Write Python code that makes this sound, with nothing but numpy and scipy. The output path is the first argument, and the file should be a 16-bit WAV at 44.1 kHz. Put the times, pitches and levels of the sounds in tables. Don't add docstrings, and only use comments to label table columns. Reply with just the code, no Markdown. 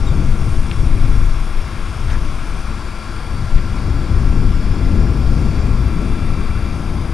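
import sys
import numpy as np
from scipy import signal
from scipy.fft import rfft, irfft, next_fast_len
from scipy.io import wavfile
from scipy.ndimage import uniform_filter1d

SR = 44100
rng = np.random.default_rng(int(sys.argv[2]) if len(sys.argv) > 2 else 0)


def dump_mix(stems):
    frames = np.atleast_2d(stems).T
    limited = np.clip(frames, -1, 1)
    pcm = np.round(limited * 32767).astype(np.int16)
    wavfile.write(sys.argv[1], SR, pcm)


def volts(x):
    e = np.asarray(x, float) / 20
    return 10 ** e


N = 314433
T = np.arange(N) / SR
SIZE = next_fast_len(N)
HZ = np.fft.rfftfreq(SIZE, 1 / SR)
TEETH_PER_FIRING = 6


def curve(table):
    s, *columns = np.transpose(table)
    return [np.interp(T, s, column) for column in columns]


def colour(points):
    hz, db = np.transpose(points)
    return volts(np.interp(np.log(HZ + 1), np.log(hz), db, left=-200, right=-200))


def bell(hz, width_hz):
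    return np.exp(-.5 * ((HZ - hz) / width_hz) ** 2)


def noise(gain):
    x = irfft(rfft(rng.standard_normal(SIZE)) * gain, SIZE)[:N]
    return x / np.std(x)


def walk(rate):
    knots = uniform_filter1d(np.repeat(rng.standard_normal(400), 8), size=12)
    return 1.36 * np.interp(T * np.clip(rate, .1, 50) * 8, np.arange(len(knots)), knots)


def swell(s, length_s):
    return np.sin(np.pi * np.clip((T - s) / length_s, 0, 1))


# start_s, sag_hz, bite_s, recover_s
LOADS = [
    (1.72, 2.0, .22, .22),
    (3.76, 1.4, .15, .2),
    (5.74, 2.9, .12, 6),
    (6.74, 3.0, .2, 9),
]


def tooth_rate():
    idle_hz, hunt_hz = 170.8, .4
    hz = idle_hz + hunt_hz * walk(7)
    for s, sag_hz, bite_s, recover_s in LOADS:
        bite = np.clip((T - s) / bite_s, 0, 1)
        hz = hz - sag_hz * bite * np.exp(-np.clip(T - s - bite_s, 0, None) / recover_s)
    return hz


# time_s, state
STANCE = [
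    (0, 0),
    (2.2, 0),
    (2.8, 1),
    (5.78, 1),
    (5.86, 2),
    (6.76, 2),
    (6.8, 3),
    (7.13, 3),
]


def in_state(levels_db):
    stance, = curve(STANCE)
    return np.interp(stance, np.arange(len(levels_db)), levels_db)


# tooth_rate_multiple, first_db, second_db, load_db, shift_db
TEETH = [(2, -46, -54, -42, -38), (8, -46.5, -43, -41.5, -47), (11, -60, -60, -59, -68),
         (12, -58, -60, -59, -66), (13, -63, -64, -65, -60), (14, -52, -53, -47, -53),
         (15, -58, -60, -57, -63), (16, -54, -58, -49.5, -55), (18, -57, -64, -67, -62),
         (19, -58, -59, -60, -60), (20, -55, -60, -55, -57), (21, -62, -62, -63, -60),
         (22, -63, -64, -57, -59), (23, -59, -59, -65, -60), (24, -61, -62, -63, -73),
         (25, -66, -60, -66, -73), (26, -62, -64, -76, -74), (27, -59, -60, -64, -65),
         (28, -66, -60, -70, -68), (29, -59, -57, -58, -54), (31, -60, -62, -70, -72),
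         (33, -69, -70, -64, -65)]
# tooth_rate_multiple, first_db, second_db, load_db, shift_db
MESH = [(1.27, -43.5, -42, -44, -45), (2.54, -54.5, -61, -48, -47), (3.82, -52.5, -52.5, -58, -61),
        (6.35, -51, -58, -65, -56), (6.85, -51, -52, -51, -56), (12.7, -52.5, -74, -57, -62)]
# tooth_rate_multiple,
# first_db, second_db, load_db, shift_db
TONES = [(39.1, -63, -71, -65, -76), (41.15, -65, -68, -68, -71), (42.9, -75, -61.5, -72, -72),
         (58.8, -75, -76, -76, -76), (26.75, -59.5, -63, -61, -74), (32.3, -58, -65, -74, -76),
         (34.4, -64, -64, -77, -74), (50.8, -72, -68, -72, -72), (54.8, -78, -76, -74, -69),
         (57.5, -65, -67, -71, -78.5), (59.8, -77, -86, -70, -73), (64.8, -76, -74, -76, -73),
         (20, -64, -62, -62, -70), (20.05, -64, -65, -67, -70), (21.92, -58, -60, -67, -70),
            (41, -70, -64, -72, -76), (28.6, -76, -77, -56, -74), (31.8, -76, -68, -62, -74),
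            (6.04, -57, -49, -54, -48), (23.6, -74, -74, -62, -66), (29.4, -74, -77, -74, -58),
            (64.1, -73, -76, -78, -78), (58.05, -68, -76, -70, -76)]


def whine(turns):
    firing = 2 * np.pi * turns / TEETH_PER_FIRING
    angle = 2 * np.pi * turns + .015 * np.sin(firing) + .042 * walk(25)
    out = 0
    for order, *levels_db in TEETH + MESH + TONES:
        level_db = in_state(levels_db) + 1.2 * walk(30) + .8 * walk(2)
        shimmer = (.02 + .012 * order + .0007 * order ** 2) * walk(30)
        out = out + volts(level_db) * np.sin(order * angle + shimmer + rng.uniform(0, 7))
    return np.sqrt(2) * volts(-1.5) * out


def hum(turns):
    return volts(-48.5 + 0.84 * walk(1.1)) * np.sin(4 * np.pi * turns)


# pitch_hz, level_db (per Hz)
HISS = [(200, 0.5), (400, -2), (800, -2), (1500, 0), (1800, -12.5), (2900, -15.5), (4200, -17.5),
        (5750, -23.5), (6800, -24.5), (7900, -25), (10800, -25), (11700, -32.5), (13200, -37.5),
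        (15700, -44)]
# pitch_hz, width_hz, level_db
PEAKS_AND_DIPS = [(1083, 48, 4), (1253, 17, -1.5), (1498, 36, -4.5), (1676, 24, 3.5), (2280, 358, 8), (3390, 123, 4),
                           (4640, 81, 4.5), (4930, 134, 7.5), (5290, 120, 5), (5554, 130, 8), (5600, 40, -0.5),
                           (6230, 350, 5.5), (9040, 750, 5), (14200, 400, 1),
                           (7620, 90, 2), (7950, 120, -1.5), (8830, 90, -2), (10200, 120, -2), (12500, 180, 1),
                  (13300, 220, -2.5), (14300, 350, 2), (6720, 110, -1.5)]
# time_s, treble_db
FACING = [
    (0, 0.5),
    (.5, 3),
    (1.5, 2),
    (3.3, -0.3),
    (3.8, -3),
    (5.3, -1),
    (6.2, 0),
    (7.13, -1),
]


def hiss_spectrum():
    gain = colour(HISS)
    for hz, width_hz, db in PEAKS_AND_DIPS:
        gain = gain * volts(db * bell(hz, width_hz))
    ripple = uniform_filter1d(rng.standard_normal(len(HZ)), size=500)
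    ripple = np.sqrt(500) * uniform_filter1d(ripple, size=300)
    gain = gain * volts(1.3 * ripple * np.clip(HZ / 7000, 0, 1))
    return rfft(noise(gain), SIZE)


def hiss(turns):
    throb, tooth_throb = 0.054, 0.035
    flicker_db, swell_db, drift_db = 0.78, 0.2, 0.5
    treble_db, = curve(FACING)
    spectrum = hiss_spectrum()
    out, shared = 0, walk(5.4)
    for hz in 250 * 2 ** np.arange(0, 6.2, 1 / 3):
        strip = np.clip(1 - 3 * abs(np.log2((HZ + 1) / hz)), 0, 1)
        shared = .8 * shared + .6 * walk(5)
        tilt_db = np.exp(-np.log2(hz / 9000) ** 2 / .3) * treble_db
        level_db = tilt_db + swell_db * shared + flicker_db * walk(12) + drift_db * walk(0.89)
        out = out + irfft(spectrum * strip, SIZE)[:N] * volts(level_db)
    beat = 1 + throb * np.cos(2 * np.pi * turns / TEETH_PER_FIRING)
    beat = beat + tooth_throb * np.cos(2 * np.pi * turns)
    return out * beat * volts(-35)


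# pitch_hz, first_db, second_db, load_db, shift_db
VALVE = (4592, -63, -54.5, -56.5, -73)


def valve():
    hz, *levels_db = VALVE
    level_db = in_state(levels_db) + 1.6 * walk(2.6)
    return np.sqrt(2) * volts(level_db) * np.sin(2 * np.pi * hz * T + 1.2 * walk(30))


# start_s, length_s, level_db (rms), pitch_hz,
# width_hz
WHIRRS = [(0.5, 3.1, -67, 9900, 50), (2.0, .9, -61, 9880, 70), (2, 3.1, -62, 9310, 60),
          (.2, .8, -63, 9250, 150), (3.0, 1.8, -70, 10850, 90), (4.2, 1.9, -69, 11480, 110),
          (.3, 1.8, -73, 12250, 110), (3.2, 1.2, -72, 12450, 150), (5.0, 2.3, -77, 13900, 150),
          (6.2, 1.2, -65, 10150, 130), (4, 1.7, -55, 5200, 80), (-.3, 2.2, -59, 5550, 30),
          (2.6, 3.8, -61, 5580, 35), (5.5, 1.1, -56.5, 3500, 120), (6.2, 1, -59, 3700, 90),
          (.1, .9, -62, 5800, 50), (2.0, .9, -60, 6030, 100), (6.3, 1.1, -60, 4480, 100),
          (.6, 1.3, -66, 7050, 45), (3, 3.9, -64.5, 7335, 40), (0, .3, -57, 4590, 30),
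          (2.5, 3.3, -63, 5300, 37)]


def whirrs():
    out = 0
    for s, length_s, db, hz, width_hz in WHIRRS:
        rise_and_fade = abs(swell(s, length_s)) ** .5
        out = out + volts(db + 1.5 * walk(8)) * rise_and_fade * noise(bell(hz, width_hz))
    return out


# start_s, level_db (peak), pitch_hz, length_cycles
TICKS = [
    (.71368, -13.5, 2850, 1.27),
    (.7117, -29, 1500, 1.0),
    (2.1032, -26, 2600, 1.3),
    (2.8899, -32, 2500, 2.0),
    (3.5809, -27, 2200, 3.0),
    (3.79, -34, 4300, 2.0),
]
# start_s, length_s, level_db (rms), pitch_hz, width_hz
RUBS = [
    (.7145, .006, -35, 2400, 350),
    (.7135, .003, -38, 4600, 700),
    (2.06, .13, -35.5, 1300, 800),
    (2.1, .015, -38, 2800, 1400),
    (2.1, .05, -43, 5200, 1500),
    (2.37, .07, -46, 2500, 1500),
    (3.574, .022, -37, 2000, 800),
    (3.578, .012, -46, 4000, 1000),
    (3.77, .024, -42, 2300, 500),
    (3.783, .014, -43, 4000, 1100),
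]


def small_parts():
    bounce_s, bounce_db = .00115, -9
    out = np.zeros(N)
    for s, db, hz, cycles in TICKS:
        for t, gain in ((T - s, volts(db)), (T - s - bounce_s, volts(db + bounce_db))):
            envelope = np.exp(-.5 * ((t * hz - cycles / 2) / (.42 * cycles)) ** 2)
            out -= gain * envelope * np.sin(2 * np.pi * hz * t)
    for s, length_s, db, hz, width_hz in RUBS:
        out += volts(db) * swell(s, length_s) * noise(bell(hz, width_hz))
    return out


# start_s, length_s, level_db (rms), start_hz, end_hz
SQUEAKS = [
    (.06, .04, -42, 3790, 3660),
    (.088, .055, -48, 3620, 3420),
]


def squeaks():
    out = 0
    for s, length_s, db, start_hz, end_hz in SQUEAKS:
        part = np.clip((T - s) / length_s, 0, 1)
        hz = start_hz + (end_hz - start_hz) * part
        angle = 2 * np.pi * np.cumsum(hz) / SR + 0.82 * walk(50)
        tone = np.sin(angle) + volts(-8) * np.sin(2 * angle)
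        out = out + volts(db) * np.sqrt(2) * np.sin(np.pi * part) * tone
    return out


def eddies(points, span_s, even=0.5):
    x = noise(colour(points))
    span = int(span_s * SR)
    power = uniform_filter1d(uniform_filter1d(x * x, span), span)
    return x / (power + 0.016) ** (np.clip(even, 0, 1) / 2)


def bump(s, length_s):
    return np.clip(1 - abs(T - s) / length_s, 0, 1)


# time_s, length_s, big_db, middle_db
SLAPS = [(5.596, 0.11, -4.5, 2), (0.327, 0.045, 7, 1.5), (0.363, 0.043, -8.5, -6), (0.485, 0.089, 8, 3),
         (0.71, 0.086, -5.5, 0), (0.906, .08, 0.5, -2), (0.984, 0.055, -14, -4), (1.044, 0.1, 7, 0.5),
         (1.166, 0.027, -12, 7.5), (1.197, 0.043, 1.5, -1), (1.444, 0.045, -9, -5), (1.475, 0.038, 6, -2),
         (1.588, 0.044, 10.5, -5), (1.666, 0.087, -12, 2), (1.82, 0.12, 5, -1), (1.945, 0.079, -14, 3),
         (2.334, 0.12, 3, -6.5), (6.761, 0.029, -11, 9), (2.47, 0.041, 10, -10), (3.556, 0.048, 13.5, 8.5),
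         (4.082, 0.04, -13, -3.5), (4.13, 0.035, 11, 5), (4.484, 0.053, 5, 2), (4.644, 0.12, 0.5, -3.5),
         (5.16, 0.12, -15, 3.5), (5.34, 0.052, 5, 4.5), (5.372, 0.04, -20, -2), (5.856, 0.079, -25, 10.5),
         (6.11, 0.093, 3, 4.5), (6.175, 0.057, -4, -7), (.6, 0.068, 2, -2), (3.24, .1, 4, 0),
         (3.43, .09, -4, 4), (3.63, .06, -3, -1), (5.28, 0.055, 6, 2.5), (5.75, .07, 3.5, -0.5),
         (6.48, .1, 2.5, 0.5), (6.74, 0.074, -1, 4.5), (2.64, .08, 2.5, -2), (3.12, .08, -2, 0),
         (.93, .07, 3.5, 0), (5.85, .06, 0, -4), (6.05, 0.044, -3, -4), (1.42, 0.064, 0, 4),
         (6.92, 0.054, -2, 4.5)]


def slaps():
    big_db, middle_db = 0, 0
    for s, length_s, big, middle in SLAPS:
        shape = bump(s, length_s)
        big_db = big_db + big * shape
        middle_db = middle_db + middle * shape
    return big_db, middle_db


# time_s, middle_db, small_db, smallest_db
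RISES_AND_DIPS = [(.02, 4, -5, -2), (.24, 2.5, 3.5, -0.5), (.37, -4, -4, -2), (.49, 0.5, 0.5, 0.5),
                  (.6, -1, 1, -6), (.78, 3, 6, -1.5), (.98, 0.5, -7, -1), (1.32, -6.5, -8, -5), (1.45, 3, -1, -8),
                  (1.8, 1.5, 4.5, -7), (2.28, 5, 2, 1.5), (2.41, -7.5, -7, 0), (2.53, 0.5, -3, 1),
                  (2.65, -1.5, 0.5, -1), (2.88, 4.5, -2, 3), (3.12, 1.5, -1, 6), (3.48, -2.5, -2, -3.5),
                  (3.72, -2, 2.5, -3.5), (3.93, 1.5, -0.5, 3), (4.05, 0, -4, 0.5), (1.2, -0.5, -3, -1),
                  (4.2, 1, -7, -2), (4.33, 1.5, 0, -4), (4.45, -0.5, 3, -2.5), (4.58, -3, -0.5, -5.5),
                  (4.8, -3.5, 2.5, 1), (4.92, -2, 5.5, 2), (5.04, 0.5, -2, 3.5), (5.17, -1.5, -2, -0.5),
                  (5.3, 0.5, -8, -0.5), (5.5, -0.5, 0.5, 2), (5.6, -0.5, 5.5, 3), (5.88, -4.5, -1.5, -1.5),
                  (6.0, -0.5, 3.5, 2.5), (6.24, 3.5, 2.5, -2), (6.36, -2, 0, 4.5), (6.72, -2.5, 0.5, 3),
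                  (6.95, 2.5, 4, 1.5)]


def rises_and_dips():
    middle_db, small_db, smallest_db = 0, 0, 0
    for s, middle, small, smallest in RISES_AND_DIPS:
        shape = bump(s, .12)
        middle_db = middle_db + middle * shape
        small_db = small_db + small * shape
        smallest_db = smallest_db + smallest * shape
    return middle_db, small_db, smallest_db


# time_s, force_db, fineness_db (of the eddies)
GUST = [(0.0, -14, -9.5), (0.26, -13.5, -11.5), (0.6, -13.5, -13.5), (0.72, -18.5, -13),
        (0.85, -10.5, -14.5), (1.27, -10, -18), (1.62, -19.5, -16.5), (1.93, -22.5, -14.5),
        (2.1, -13.5, -17.5), (2.6, -21, -13.5), (3.06, -26.5, -14.5), (3.4, -19, -12.5), (3.8, -18, -10.5),
        (4.3, -12, -10.5), (4.75, -14.5, -11), (5.2, -14, -8), (6.3, -16, -10.5), (7.13, -19.5, -10)]
# pitch_hz, level_db (per Hz)
THUMP = [(4, -3.5), (10, -4), (20, 7.5), (31, 3.5), (40, -4.5), (52, -9.5), (90, -63)]
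# pitch_hz, level_db (per Hz)
BUFFET = [(30, -12.5), (50, -0.5), (65, -3.5), (100, -6.5), (140, -14), (220, -37)]
# pitch_hz, level_db (per Hz)
RUMBLE = [(90, -14.5), (140, -1), (170, -1), (250, -5), (350, -11), (550, -23), (900, -32.5)]
# pitch_hz, level_db (per Hz)
FLUTTER = [(250, -21), (350, -12.5), (450, -13), (650, -15), (1000, -16)]


def wind():
    force_db, fine_db = curve(GUST)
    finer_db = fine_db - fine_db.mean()
    big_db, slap_db = slaps()
    brief_db, small_db, smallest_db = rises_and_dips()
    middle_db = slap_db + brief_db

    thump_db = force_db - 1.5 - 0.23 * finer_db + big_db
    buffet_db = force_db - 4 + 0.44 * finer_db + middle_db + 2.13 * walk(9)
    rumble_db = force_db + fine_db + 1.2 * walk(11)
    thump = eddies(THUMP, span_s=0.14) * volts(thump_db)
    buffet = eddies(BUFFET, span_s=0.087) * volts(buffet_db)
    rumble = eddies(RUMBLE, span_s=0.053, even=0.14) * volts(rumble_db)

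    highpass = 1 / (1 + (230 / (HZ + 1)) ** 6)
    top = irfft(rfft(rumble, SIZE) * highpass, SIZE)[:N]
    rumble = (rumble - top) * volts(small_db) + top * volts(smallest_db)

    slow_rumble_db = uniform_filter1d(rumble_db, size=8000)
    flutter_db = -44.5 + smallest_db + 0.99 * (slow_rumble_db + 22.5)
    flutter = noise(colour(FLUTTER)) * volts(flutter_db)
    fade_in = np.clip(T / .004, 0, 1)
    return (thump + buffet + rumble + flutter) * fade_in


def scene():
    turns = np.cumsum(tooth_rate()) / SR
    gusts = wind()
    gusts = gusts / (1 + (gusts / .73) ** 6) ** (1 / 6)
    engine = whine(turns) + hum(turns) + hiss(turns) + valve() + whirrs()
    mono = engine + small_parts() + squeaks() + gusts
    return mono * np.array([[4 / 3], [2 / 3]])


def top_cut(x):
    return signal.sosfilt(signal.butter(12, 15890, fs=SR, output="sos"), x)


def record(dry):
    top = np.array([[1], [.5]])
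    mix = np.clip(dry, -top, top)
    return top_cut(mix)


dry = scene()
out = record(dry)
dump_mix(out)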